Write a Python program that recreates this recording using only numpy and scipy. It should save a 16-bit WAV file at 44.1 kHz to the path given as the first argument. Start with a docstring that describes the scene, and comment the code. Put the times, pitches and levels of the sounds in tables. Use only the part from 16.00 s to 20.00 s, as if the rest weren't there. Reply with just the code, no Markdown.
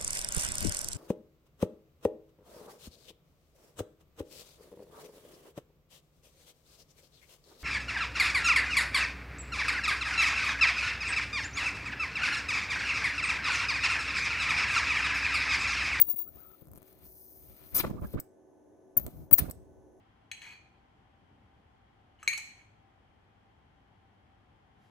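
"""A quiet, humming room: on a table, near the microphone, a small high-voltage arc joins two wires.
The burning channel radiates broadband hiss and whistles at the pitch of its transformer.
Stretched, it flares, flutters like a flame and snaps out, and the transformer core rings briefly.
It is struck twice more, each time with a spark and a shrill squeal, and is pulled apart again."""
import sys
import numpy as np
from scipy import signal
from scipy.fft import rfft, irfft, next_fast_len
from scipy.io import wavfile
from scipy.ndimage import uniform_filter1d, minimum_filter1d, map_coordinates

SR = 44100
rng = np.random.default_rng(int(sys.argv[2]) if len(sys.argv) > 2 else 0)


def digitize_waveform(pressure):
    """Quantize a signal to 16-bit integers and store it at the path in sys.argv[1].

    Rows of a 2-D input are taken as channels; values are limited to [-1, 1].
    """
    field = np.atleast_2d(pressure).T
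    bounded = np.clip(field, -1, 1)
    quanta = np.round(bounded * 32767).astype(np.int16)
    wavfile.write(sys.argv[1], SR, quanta)


N = 176400


def amp(db):
    """Decibel law: 20 dB is a factor of ten in amplitude."""
    return 10 ** (np.asarray(db) / 20)


def unit(x):
    """Normalisation to an rms of 1."""
    return x / np.sqrt(np.mean(x ** 2) + 1e-20)


def clock():
    """Uniform sampling: the time of each sample in seconds."""
    return np.arange(N) / SR


def along(points, hz):
    """Interpolation of (frequency, value) points on a logarithmic frequency axis."""
    point_hz, values = np.transpose(points)
    return np.interp(np.log(hz + 1), np.log(point_hz + 1), values)


def pan(side_db):
    """Constant-power panning: side_db is the level of the left channel over the right."""
    gains = np.array([np.atleast_1d(amp(side_db / 2)), np.atleast_1d(amp(-side_db / 2))])
    return gains / np.sqrt(np.mean(gains ** 2, axis=0))


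def gate(t, length_s, rise_s, fall_s):
    """Exponential attack from t = 0 and exponential decay after length_s."""
    return (1 - np.exp(-np.maximum(t, 0) / rise_s)) * np.exp(-np.maximum(t - length_s, 0) / fall_s)


def wobble(knots_per_s):
    """Smooth random modulation: a spline through Gaussian values."""
    knots = rng.standard_normal(int(N * knots_per_s / SR) + 4)
    return map_coordinates(knots, [clock() * knots_per_s])


def filtered(x, response):
    """Linear filtering: the spectrum is multiplied by a frequency response."""
    size = next_fast_len(N + SR // 4)
    return irfft(rfft(x, size) * response(np.fft.rfftfreq(size, 1 / SR)), size)[..., :N]


def noise(spectrum, channels=1):
    """Spectral shaping: white noise is coloured and scaled to an rms of 1."""
    return unit(filtered(rng.standard_normal((channels, N)), lambda hz: amp(along(spectrum, hz))))


def add(out, start_s, sound):
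    """Superposition: a sound is summed into out from start_s on."""
    part = out[:, max(round(start_s * SR), 0):][:, :sound.shape[-1]]
    part += sound[..., :part.shape[-1]]


# spectrum of the room's air noise: frequency_hz, density_db
AIR_SPECTRUM = [(20, -31.5), (45, -13), (100, -7.5), (170, -10), (260, -2.5), (370, 0.5), (480, -4.5),
                (700, -8.5), (1000, -16.5), (1300, -29), (1800, -28.5), (2400, -38.5), (3300, -39),
                (4800, -46), (6300, -29), (7500, -43.5), (9800, -41), (11200, -33), (12200, -51.5)]
# partials of the fan: pitch_hz, level_db
FAN_PARTIALS = [(301.5, -73), (376.8, -68), (544, -76.5), (646.0, -77.5), (748, -85), (861.3, -85),
                (1507, -92), (1724, -96.5)]
# set curve for the recorder's automatic gain, background held down, then recovering: time_s, gain_db
RECORDER_GAIN = [(0, -3.5), (1.7, -2.5), (2.25, 0.5), (2.7, 1.5), (4, 2.5)]

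def air_and_fan(air_db=-63.5, coherence=0.36, waver_db=1.5, drift_hz=0.5):
    """Partly coherent air noise forms a continuous spectrum under the line spectrum of a fan."""
    air = np.sqrt(coherence) * noise(AIR_SPECTRUM)
    air = air + np.sqrt(1 - coherence) * noise(AIR_SPECTRUM, channels=2)
    hum = np.zeros(N)
    for pitch_hz, level_db in FAN_PARTIALS:
        level = amp(level_db + waver_db * wobble(6.4))
        phase = 2 * np.pi * np.cumsum(pitch_hz + drift_hz * wobble(6.12)) / SR
        hum += level * np.sqrt(2) * np.sin(phase)
    gain = amp(np.interp(clock(), *np.transpose(RECORDER_GAIN)))
    return gain * (amp(air_db) * air + hum)


# reverberation time of the room: frequency_hz, t60_s
ROOM_DECAY = [(150, 0.22), (2000, 0.35), (8000, .36), (15000, 0.15)]

def reverberation(x, early_t60_s=0.05, early_db=-9, tail_db=-16):
    """Convolution with a decaying response: early reflections off nearby things, then the room's tail."""
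    hz, frame_s, spectra = signal.stft(rng.standard_normal((2, SR // 2)), SR, nperseg=256)
    decay = amp(-60 * frame_s / along(ROOM_DECAY, hz)[:, None])
    tail = signal.istft(spectra * decay, SR, nperseg=256)[1]
    t = np.arange(tail.shape[1]) / SR
    early = rng.standard_normal(tail.shape) * amp(-60 * t / early_t60_s)
    response = amp(tail_db) * tail / np.linalg.norm(tail[0])
    response += amp(early_db) * early / np.linalg.norm(early[0])
    return signal.fftconvolve(x, response, axes=1)[:, :N]


def direct_path(hz, left_lead_s=0.0001505):
    """Arrival-time difference: the sound reaches the nearer, left microphone port first."""
    return np.exp(1j * np.pi * hz * left_lead_s * np.array([[1], [-1]]))


# echoes off the table and the coil, left port then right: delay_s, gain
CLOSE_ECHOES = [
    [(.00085, 0.046), (.0019, -0.067), (.0034, 0.036)],
    [(.00078, 0.27), (.0021, -.3), (.0041, 0.15)],
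]

def path_with_echoes(hz):
    """Comb filtering: the direct sound interferes with its closest echoes."""
    combs = [1 + sum(gain * np.exp(-2j * np.pi * hz * delay_s) for delay_s, gain in port)
             for port in CLOSE_ECHOES]
    return direct_path(hz) * np.array(combs)


# spectrum of every tick and crack: frequency_hz, density_db
CRACK_SPECTRUM = [(100, 13.5), (600, 6), (2000, -6.5), (4000, -7.5), (6000, -4), (10000, 7.5),
                  (12000, 11.5), (15200, 11), (16300, -17.5)]
# resonances of the transformer core: centre_hz, bandwidth_hz, gain_db
CORE_MODES = [(5370, 980, -9.5), (8100, 140, 10), (10600, 550, -6), (13600, 1300, -0.5)]
# breaks of the current: start_s, level_db
BREAKS = [(2.2003, -33), (3.511, -35)]
TICK_DECAY_S = 0.00041

def snaps(tick_gain_db=3, ring_gain_db=-2.5, ring_decay_s=0.0032):
    """Damped resonance: the current breaks with a tick and a dry ring of the transformer core."""
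    def core(hz):
        return sum(amp(db) / (1 + (2 * (hz - centre) / width) ** 2) for centre, width, db in CORE_MODES)

    tick, ring = np.zeros((2, 1, N))
    t = np.arange(SR // 5) / SR
    for start_s, level_db in BREAKS:
        add(tick, start_s, amp(level_db + tick_gain_db) * np.exp(-t / TICK_DECAY_S))
        add(ring, start_s, amp(level_db + ring_gain_db) * np.exp(-t / ring_decay_s))
    return tick * noise(CRACK_SPECTRUM) + ring * unit(filtered(rng.standard_normal(N), core))


# spectrum of the air's rumble, during and after the arc: frequency_hz, density_db
RUMBLE_SPECTRUM = [(20, -35.5), (40, -8), (65, 4), (130, -4), (300, -14.5), (700, -23.5), (2000, -50)]

def wake(level_db=-50):
    """Exponential decay: the air still rumbles after the last break."""
    envelope = gate(clock() - BREAKS[-1][0], 0, rise_s=0.00024, fall_s=0.18)
    return amp(level_db) * envelope * noise(RUMBLE_SPECTRUM, channels=2)


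# spark discharges: start_s, level_db, side_db
DISCHARGES = [(0.144, -58, -9), (0.19, -48, -4), (0.357, -51.5, 7), (0.37, -48, -3), (0.404, -49.5, 11),
              (0.517, -51, 13), (0.655, -51, 3), (.6712, -48, 1), (.6845, -52, 2), (.716, -44.5, -2),
              (0.7346, -46, 7), (.7515, -52, -3), (.7588, -44.5, 6), (.7662, -48.5, 4), (0.7763, -41.5, 15),
              (0.782, -46, -5), (0.8195, -46.5, 8), (.8292, -46, 6), (1.7458, -40, 5), (1.8445, -43.5, 1),
              (1.8504, -51, 9), (1.877, -53.5, 9), (1.9025, -48, -0.5), (2.0135, -49.5, 1),
              (2.1423, -52, 7), (2.9686, -33, 3.5), (2.982, -42.5, 12), (2.9983, -31.5, -1.5),
              (3.0655, -30, 1.5), (3.075, -50, -4), (3.0812, -45.5, 7), (3.3125, -24.5, 32.5),
              (3.3155, -25.5, 35), (3.328, -24.5, 10)]

def sparks(decay_s=0.00074, median_pulse_db=-48.5, pulse_s=0.00036, pulse_db_per_db=0.7):
    """Impulsive sources: each spark is a dry crack with one pressure pulse that grows with its level."""
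    envelope, pressure = np.zeros((2, 2, N))
    t = np.arange(SR // 30) / SR
    median_db = np.median(np.transpose(DISCHARGES)[1])
    pulse = -t / pulse_s * np.exp(1 - t / pulse_s)
    for start_s, level_db, side_db in DISCHARGES:
        add(envelope, start_s, amp(level_db) * pan(side_db) * np.exp(-t / decay_s))
        pulse_db = median_pulse_db + pulse_db_per_db * (level_db - median_db)
        add(pressure, start_s, amp(pulse_db) * pan(side_db) * pulse)
    return envelope * noise(CRACK_SPECTRUM) + pressure


# pops of the flame: centre_s, peak_db, half_width_s, side_db
FLAME_POPS = [(1.838, -30, 0.00044, -22.5), (1.854, -28, 0.0014, -21.5), (1.864, -42.5, 0.0025, 1.5),
              (1.881, -34.5, 0.00073, -2), (1.912, -27.5, 0.00091, -11.5), (1.947, -40, 0.0015, 1),
              (2.0036, -42, 0.00044, -17), (2.024, -30, 0.0023, -5.5), (2.041, -38, 0.0019, 6),
              (2.0533, -32.5, 0.0018, -21), (2.144, -29.5, 0.001, -1), (2.1531, -35, 0.0011, -15),
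              (2.1612, -31, 0.0027, -7), (2.187, -29, 0.00049, -19), (2.968, -33.5, 0.00042, 18),
              (2.977, -39.5, 0.0015, 15), (3.067, -34, 0.0011, -15), (3.3232, -30, 0.00087, 24),
              (3.3316, -27.5, 0.0022, 30.5), (3.403, -31.5, 0.0011, -14), (3.424, -23.5, 0.0018, -15.5)]

def pops(left_lag_s=0.0014):
    """Bipolar pulses: the hot channel jumps, pushing then pulling air; the gust arrives right first."""
    out = np.zeros((2, N))
    for centre_s, peak_db, half_width_s, side_db in FLAME_POPS:
        offset = (clock() - centre_s - np.array([[left_lag_s], [0]])) / half_width_s
        out -= amp(peak_db) * pan(side_db) * offset * np.exp((1 - offset ** 2) / 2)
    return out


# chirps of the flame: start_s, length_s, level_db, first_hz, last_hz, buzz_ratio, side_db
FLAME_CHIRPS = [(0.024, 0.0078, -61, 604, 914, 0.24, 18), (0.08, 0.017, -64.5, 730, 982, 0.1, 24),
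                (0.183, 0.032, -68.5, 1320, 1014, 0.1, 24), (0.262, 0.031, -73, 1157, 1450, 0.2, 13),
                (0.371, 0.055, -73, 1138, 1600, .05, 17), (0.422, 0.13, -73, 1293, 1320, .05, 23),
                (1.725, 0.016, -66, 1390, 2122, .05, 4), (1.836, 0.015, -34, 428, 518.5, 0.56, -2.5),
                (1.867, 0.012, -55.5, 990, 1454, 0.7, 7.5), (1.968, 0.024, -53, 847, 1240, 0, -18),
                (2.024, 0.036, -55.5, 905, 1657, 0.11, -12), (2.171, 0.0184, -50.5, 1012, 1774, 0.09, -9)]
FLAME_RISE_S, FLAME_FALL_S = 0.00024, 0.0021

def sputters(jitter_hz=70, rough_db=4):
    """Harmonic series: the flame's rough glides sharpen into pulse trains as their overtones grow."""
    out = np.zeros((2, N))
    t = np.arange(SR // 6) / SR
    jitter = jitter_hz * wobble(350)
    for start_s, length_s, level_db, first_hz, last_hz, buzz_ratio, side_db in FLAME_CHIRPS:
        hz = np.interp(t, [0, length_s], [first_hz, last_hz]) + jitter[round(start_s * SR):][:len(t)]
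        phasor = np.exp(2j * np.pi * np.cumsum(hz) / SR)
        # geometric series: each harmonic is buzz_ratio times the one below
        pulses = unit((phasor / (1 - buzz_ratio * phasor)).real)
        envelope = gate(t, length_s, FLAME_RISE_S, FLAME_FALL_S)
        add(out, start_s, amp(level_db) * pan(side_db) * envelope * pulses)
    return out * unit(amp(rough_db * wobble(280)))


# spectrum of the flame before its low-pass: frequency_hz, density_db
FLAME_SPECTRUM = [(20, -30.5), (45, 11), (110, 2.5), (200, -8), (450, -4), (900, -16), (2000, -24),
                  (6000, -36.5)]
# puffs of the flame: start_s, length_s, level_db, first_cutoff_hz, last_cutoff_hz, side_db
FLAME_PUFFS = [(0.013, 0.015, -52, 810, 900, 14), (0.08, 0.016, -53, 895, 990, 28),
               (0.136, 0.012, -52.5, 390, 298, 19), (0.34, 0.036, -61, 580, 700, 18),
               (.618, 0.013, -53.5, 500, 600, 24), (1.834, 0.011, -37, 1300, 1810, -12.5),
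               (1.864, 0.014, -37, 1000, 2030, -1.5), (1.897, 0.017, -35.5, 900, 980, -8),
               (1.926, 0.032, -40.5, 500, 476, -4.5), (1.965, 0.034, -42.5, 1020, 1000, -34),
               (2.017, 0.034, -37, 700, 1420, -9.5), (2.137, 0.028, -34, 450, 403, -4.5),
               (2.17, 0.0236, -37, 900, 2300, -16.5), (2.966, 0.019, -42.5, 2150, 894, -3),
               (2.993, 0.022, -48.5, 600, 390, -4.5), (3.064, 0.022, -41, 690, 590, -12),
               (3.324, 0.007, -37.5, 1810, 2400, 21), (3.388, 0.053, -37, 1100, 600, -22.5),
               (3.441, 0.028, -41, 1200, 1610, -19.5), (3.48, 0.019, -37, 604, 1107, -16)]

def flutter(order=1.43, peak_db=5, peak_width=0.16):
    """Resonant low-pass noise: each puff of the flame has a sliding upper edge that sings a little."""
    out = np.zeros((2, N))
    t = np.arange(SR // 3) / SR
    for start_s, length_s, level_db, first_hz, last_hz, side_db in FLAME_PUFFS:
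        hz, frame_s, spectra = signal.stft(rng.standard_normal((2, len(t))), SR, nperseg=512)
        cutoff_hz = np.interp(frame_s, [0, length_s], [first_hz, last_hz])
        ratio = hz[:, None] / cutoff_hz
        colour = amp(along(FLAME_SPECTRUM, hz))[:, None] / np.sqrt(1 + ratio ** (2 * order))
        resonance = amp(peak_db / (1 + ((ratio - 1) / peak_width) ** 2))
        puff = signal.istft(spectra * colour * resonance, SR, nperseg=512)[1][:, :len(t)]
        puff *= gate(t, length_s, FLAME_RISE_S, FLAME_FALL_S)
        rms = np.sqrt(np.sum(puff ** 2, axis=1, keepdims=True) / (length_s * SR))
        add(out, start_s, amp(level_db) * pan(side_db) * puff / rms)
    return out


# squeals and the beat tone (at 1.773 s): start_s, length_s, level_db, first_hz, last_hz, noise_share
TONE_GLIDES = [(1.743, .014, -33, 15040, 11900, 0.6), (1.773, 0.035, -37.5, 10150, 1677, 0.02),
               (2.1987, 0.0024, -32.5, 15800, 14440, 0.3), (2.9696, 0.0027, -15, 15400, 15100, .02),
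               (2.973, 0.0075, -17.5, 14600, 13900, 0.2), (2.983, 0.068, -50, 14200, 14250, 1),
               (3.31, 0.025, -33, 15630, 15500, .15), (3.329, 0.012, -6.5, 15100, 15450, 0.02),
               (3.34, 0.037, -57, 15900, 15700, .3), (3.5, 0.002, -47, 15200, 14200, .3)]

def squeals_and_beat(jitter_hz=50, fizz_per_s=1000):
    """Frequency modulation: short squeals of the whistle, and one long falling beat tone in the flare."""
    out = np.zeros((1, N))
    t = np.arange(SR // 8) / SR
    jitter = jitter_hz * wobble(600)
    fizz = unit(wobble(fizz_per_s)) + 1j * unit(wobble(fizz_per_s))
    for start_s, length_s, level_db, first_hz, last_hz, noise_share in TONE_GLIDES:
        samples = round(start_s * SR) + np.arange(len(t))
        hz = np.interp(t, [0, length_s], [first_hz, last_hz]) + jitter[samples]
        amplitude = np.sqrt(2 * (1 - noise_share)) + np.sqrt(noise_share) * fizz[samples]
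        tone = (amplitude * np.exp(2j * np.pi * np.cumsum(hz) / SR)).imag
        add(out, start_s, amp(level_db) * gate(t, length_s, rise_s=0.00067, fall_s=0.0018) * tone)
    return out


# spectrum of the whistle's sizzling lower fringe: frequency_hz, density_db
SIZZLE_SPECTRUM = [(9000, -110), (12000, -46), (13500, -35), (14500, 1), (15100, -5), (15450, 10),
                   (15750, -44.5)]
# course of the transformer's whistle: time_s, tone_db, sizzle_db
WHISTLE_LEVELS = [(0.002, -17, -31), (0.006, -45, -19), (0.017, -9, -21.5), (0.024, -20, -18),
                  (0.032, -40, -58), (0.052, -50, -50), (0.104, -23.5, -38), (0.154, -49, -62),
                  (0.168, -39, -44), (0.221, -35.5, -38), (0.26, -54, -58), (0.276, -57, -41),
                  (0.332, -80, -58), (0.36, -62, -48.5), (0.524, -71, -51), (0.59, -82, -64),
                  (0.62, -69, -48), (0.65, -93, -82)]

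def whistle(pitch_hz=15450, jitter_hz=45, rough_db=3, tone_gain_db=3.5, sizzle_gain_db=-5):
    """Forced oscillation: the transformer drives a thin, unsteady tone that fades as the arc settles."""
    time_s, tone_db, sizzle_db = np.transpose(WHISTLE_LEVELS)
    t = clock()
    phase = 2 * np.pi * np.cumsum(pitch_hz + jitter_hz * wobble(293.5)) / SR
    tone = amp(np.interp(t, time_s, tone_db) + tone_gain_db) * np.sqrt(2) * np.sin(phase)
    sizzle = amp(np.interp(t, time_s, sizzle_db) + sizzle_gain_db) * noise(SIZZLE_SPECTRUM)
    roughness = unit(amp(rough_db * wobble(207.7)))
    return (tone + sizzle) * roughness * gate(t, time_s[-1], rise_s=0.0018, fall_s=0.05)


def crackle(ticks_per_s=30, over_rasp_db=17, scatter_db=4):
    """Poisson process: stray ticks at independent random moments, each decaying exponentially."""
    onsets = rng.random(N) < ticks_per_s / SR
    strength = amp(over_rasp_db + scatter_db * np.clip(rng.standard_normal(N), -2, 1.5))
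    envelope = signal.lfilter([1], [1, -np.exp(-1 / (TICK_DECAY_S * SR))], onsets * strength)
    return envelope * noise(CRACK_SPECTRUM)


# spectra of the arc's treble hiss and midrange rasp: frequency_hz, density_db
HISS_SPECTRUM = [(2500, -37), (5000, -19), (5600, -17), (6500, -17), (7200, -27.5), (8000, -18),
                 (9200, -9.5), (10200, -18.5), (11000, -5.5), (11850, -5.5), (12700, -5.5), (14000, -3),
                 (15450, 2.5), (15800, -41.5)]
RASP_SPECTRUM = [(100, 8), (400, 6), (1000, 0.5), (2200, -0.5), (3200, -2), (4400, -3), (6200, -21),
                 (8000, -25), (12000, -28)]
# course of the calm arc: time_s, hiss_db, rasp_db, rasp_side_db, rumble_db
CALM_ARC = [(0.01, -54, -68, 11, -59), (0.222, -74.5, -93.5, -7, -69), (0.366, -62.5, -73.5, 20, -65.5),
            (0.524, -66.5, -77.5, 23.5, -71), (0.572, -68, -78, 11, -100.5), (0.616, -70, -75, 16.5, -76),
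            (0.712, -74, -91, 9, -59), (0.784, -70, -75, 13, -64), (0.81, -76, -77, 17, -77),
            (0.866, -62.5, -73.5, 13, -76), (1.01, -68, -75.5, 7, -70), (1.054, -55, -71.5, 8, -67.5),
            (1.12, -57, -85, -3, -67), (1.228, -56, -92, 5, -74.5), (1.566, -58.5, -70, 30, -60),
            (1.584, -58.5, -71.5, 10, -79.5), (1.628, -58, -66, 15, -57.5), (1.706, -57, -74, 5, -80.5),
            (1.74, -58, -64.5, 10, -43.5)]
# courses of the unsteady arc, one per stretch: same columns
UNSTEADY_ARCS = [
    [(1.815, -56.5, -50.5, 0, -52), (1.974, -77, -93, 0, -57), (2.048, -59, -75.5, 0, -47),
     (2.11, -61.5, -69, 0, -56), (2.132, -56.5, -67, 0, -54), (2.142, -65, -59, 0, -58),
     (2.185, -83, -103.5, 0, -75)],
    [(2.97, -52, -64, 0, -54), (3.005, -58.5, -68, 0, -55.5), (3.055, -64, -81.5, 0, -45),
     (3.087, -64.5, -72.5, 0, -56.5), (3.243, -68.5, -86, 0, -52), (3.29, -82.5, -102, 0, -58)],
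    [(3.398, -47, -46.5, 0, -60.5), (3.412, -62.5, -51, 0, -55), (3.442, -57.5, -62, 0, -57),
     (3.494, -65, -90.5, 0, -46), (3.5, -65, -54, 0, -48.5)],
]
# flares of the arc: start_s, length_s, hiss_db, rasp_db
ARC_FLARES = [(1.746, 0.0352, -24.5, -43), (1.779, 0.024, -26.5, -38.5), (1.797, 0.014, -32, -32.5),
              (3.324, 0.062, -58.5, -71), (3.376, .006, -35, -53.5), (3.3816, 0.0097, -19.5, -35)]

def burning_arc(rasp_gain_db=2.5, rumble_gain_db=3.5, flare_side_db=6, rise_s=0.0015, fall_s=0.0041):
    """Amplitude-modulated noise: the channel's grainy hiss and rasp leap in flares over a lumpy rumble."""
    def wide(spectrum, spread_db=-6):
        return unit(noise(spectrum) + amp(spread_db) * noise(spectrum, channels=2))

    t = clock()
    hiss, rasp, rumble = np.zeros(N), np.zeros((2, N)), np.zeros(N)  # envelopes
    for course in [CALM_ARC] + UNSTEADY_ARCS:
        time_s, *columns = np.transpose(course)
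        hiss_db, rasp_db, side_db, rumble_db = [np.interp(t, time_s, column) for column in columns]
        lit = gate(t - time_s[0], time_s[-1] - time_s[0], rise_s, fall_s)
        hiss += lit * amp(hiss_db)
        rasp += lit * amp(rasp_db + rasp_gain_db) * pan(side_db)
        rumble += lit * amp(rumble_db + rumble_gain_db)
    ticks = rasp * crackle()
    for start_s, length_s, hiss_db, rasp_db in ARC_FLARES:
        lit = gate(t - start_s, length_s, rise_s, fall_s)
        hiss = np.maximum(hiss, lit * amp(hiss_db))
        rasp = np.maximum(rasp, lit * amp(rasp_db) * pan(flare_side_db))
    grain = unit(amp(2 * wobble(900) + wobble(29.9)))  # 2 dB of fast grain, 1 dB of slow waver
    hiss_and_rasp = grain * (hiss * wide(HISS_SPECTRUM) + rasp * wide(RASP_SPECTRUM))
    lumps = amp(3 * wobble(27))
    return ticks + hiss_and_rasp + rumble * unit(lumps * noise(RUMBLE_SPECTRUM, channels=2))


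# level difference of the arc at the two microphone ports: frequency_hz, side_db
PORT_BALANCE = [(400, 4.5), (1200, 6.5), (5000, 3), (6500, 1), (8000, -6), (9300, -2), (10800, 3.5),
                (11900, 0), (13400, 4), (14200, 7), (15300, 16)]

def scene():
    """Superposition of direct and reverberant sound: the arc is nearer the left port; the room hums."""
    tones = whistle() + squeals_and_beat()
    noises = burning_arc() + flutter() + pops() + sputters() + sparks() + snaps()
    close = filtered(noises, path_with_echoes) + filtered(tones, direct_path)
    arc = filtered(close + reverberation(tones + noises), lambda hz: pan(along(PORT_BALANCE, hz)))
    return arc + wake() + air_and_fan()


def record(dry, low_cut_hz=11, ceiling=0.93, top_hz=16600):
    """Band and peak limiting: deep bass rolls off, peaks are held down and the top treble is cut."""
    thinned = filtered(dry, lambda hz: hz ** 3 / np.sqrt(hz ** 6 + low_cut_hz ** 6))
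    needed_gain = ceiling / np.maximum(np.abs(thinned).max(axis=0), ceiling)
    gain = uniform_filter1d(minimum_filter1d(needed_gain, size=221), size=221)  # 5 ms windows
    return filtered(thinned * gain, lambda hz: np.clip((top_hz - hz) / 200, 0, 1))


dry = scene()
out = record(dry)
digitize_waveform(out)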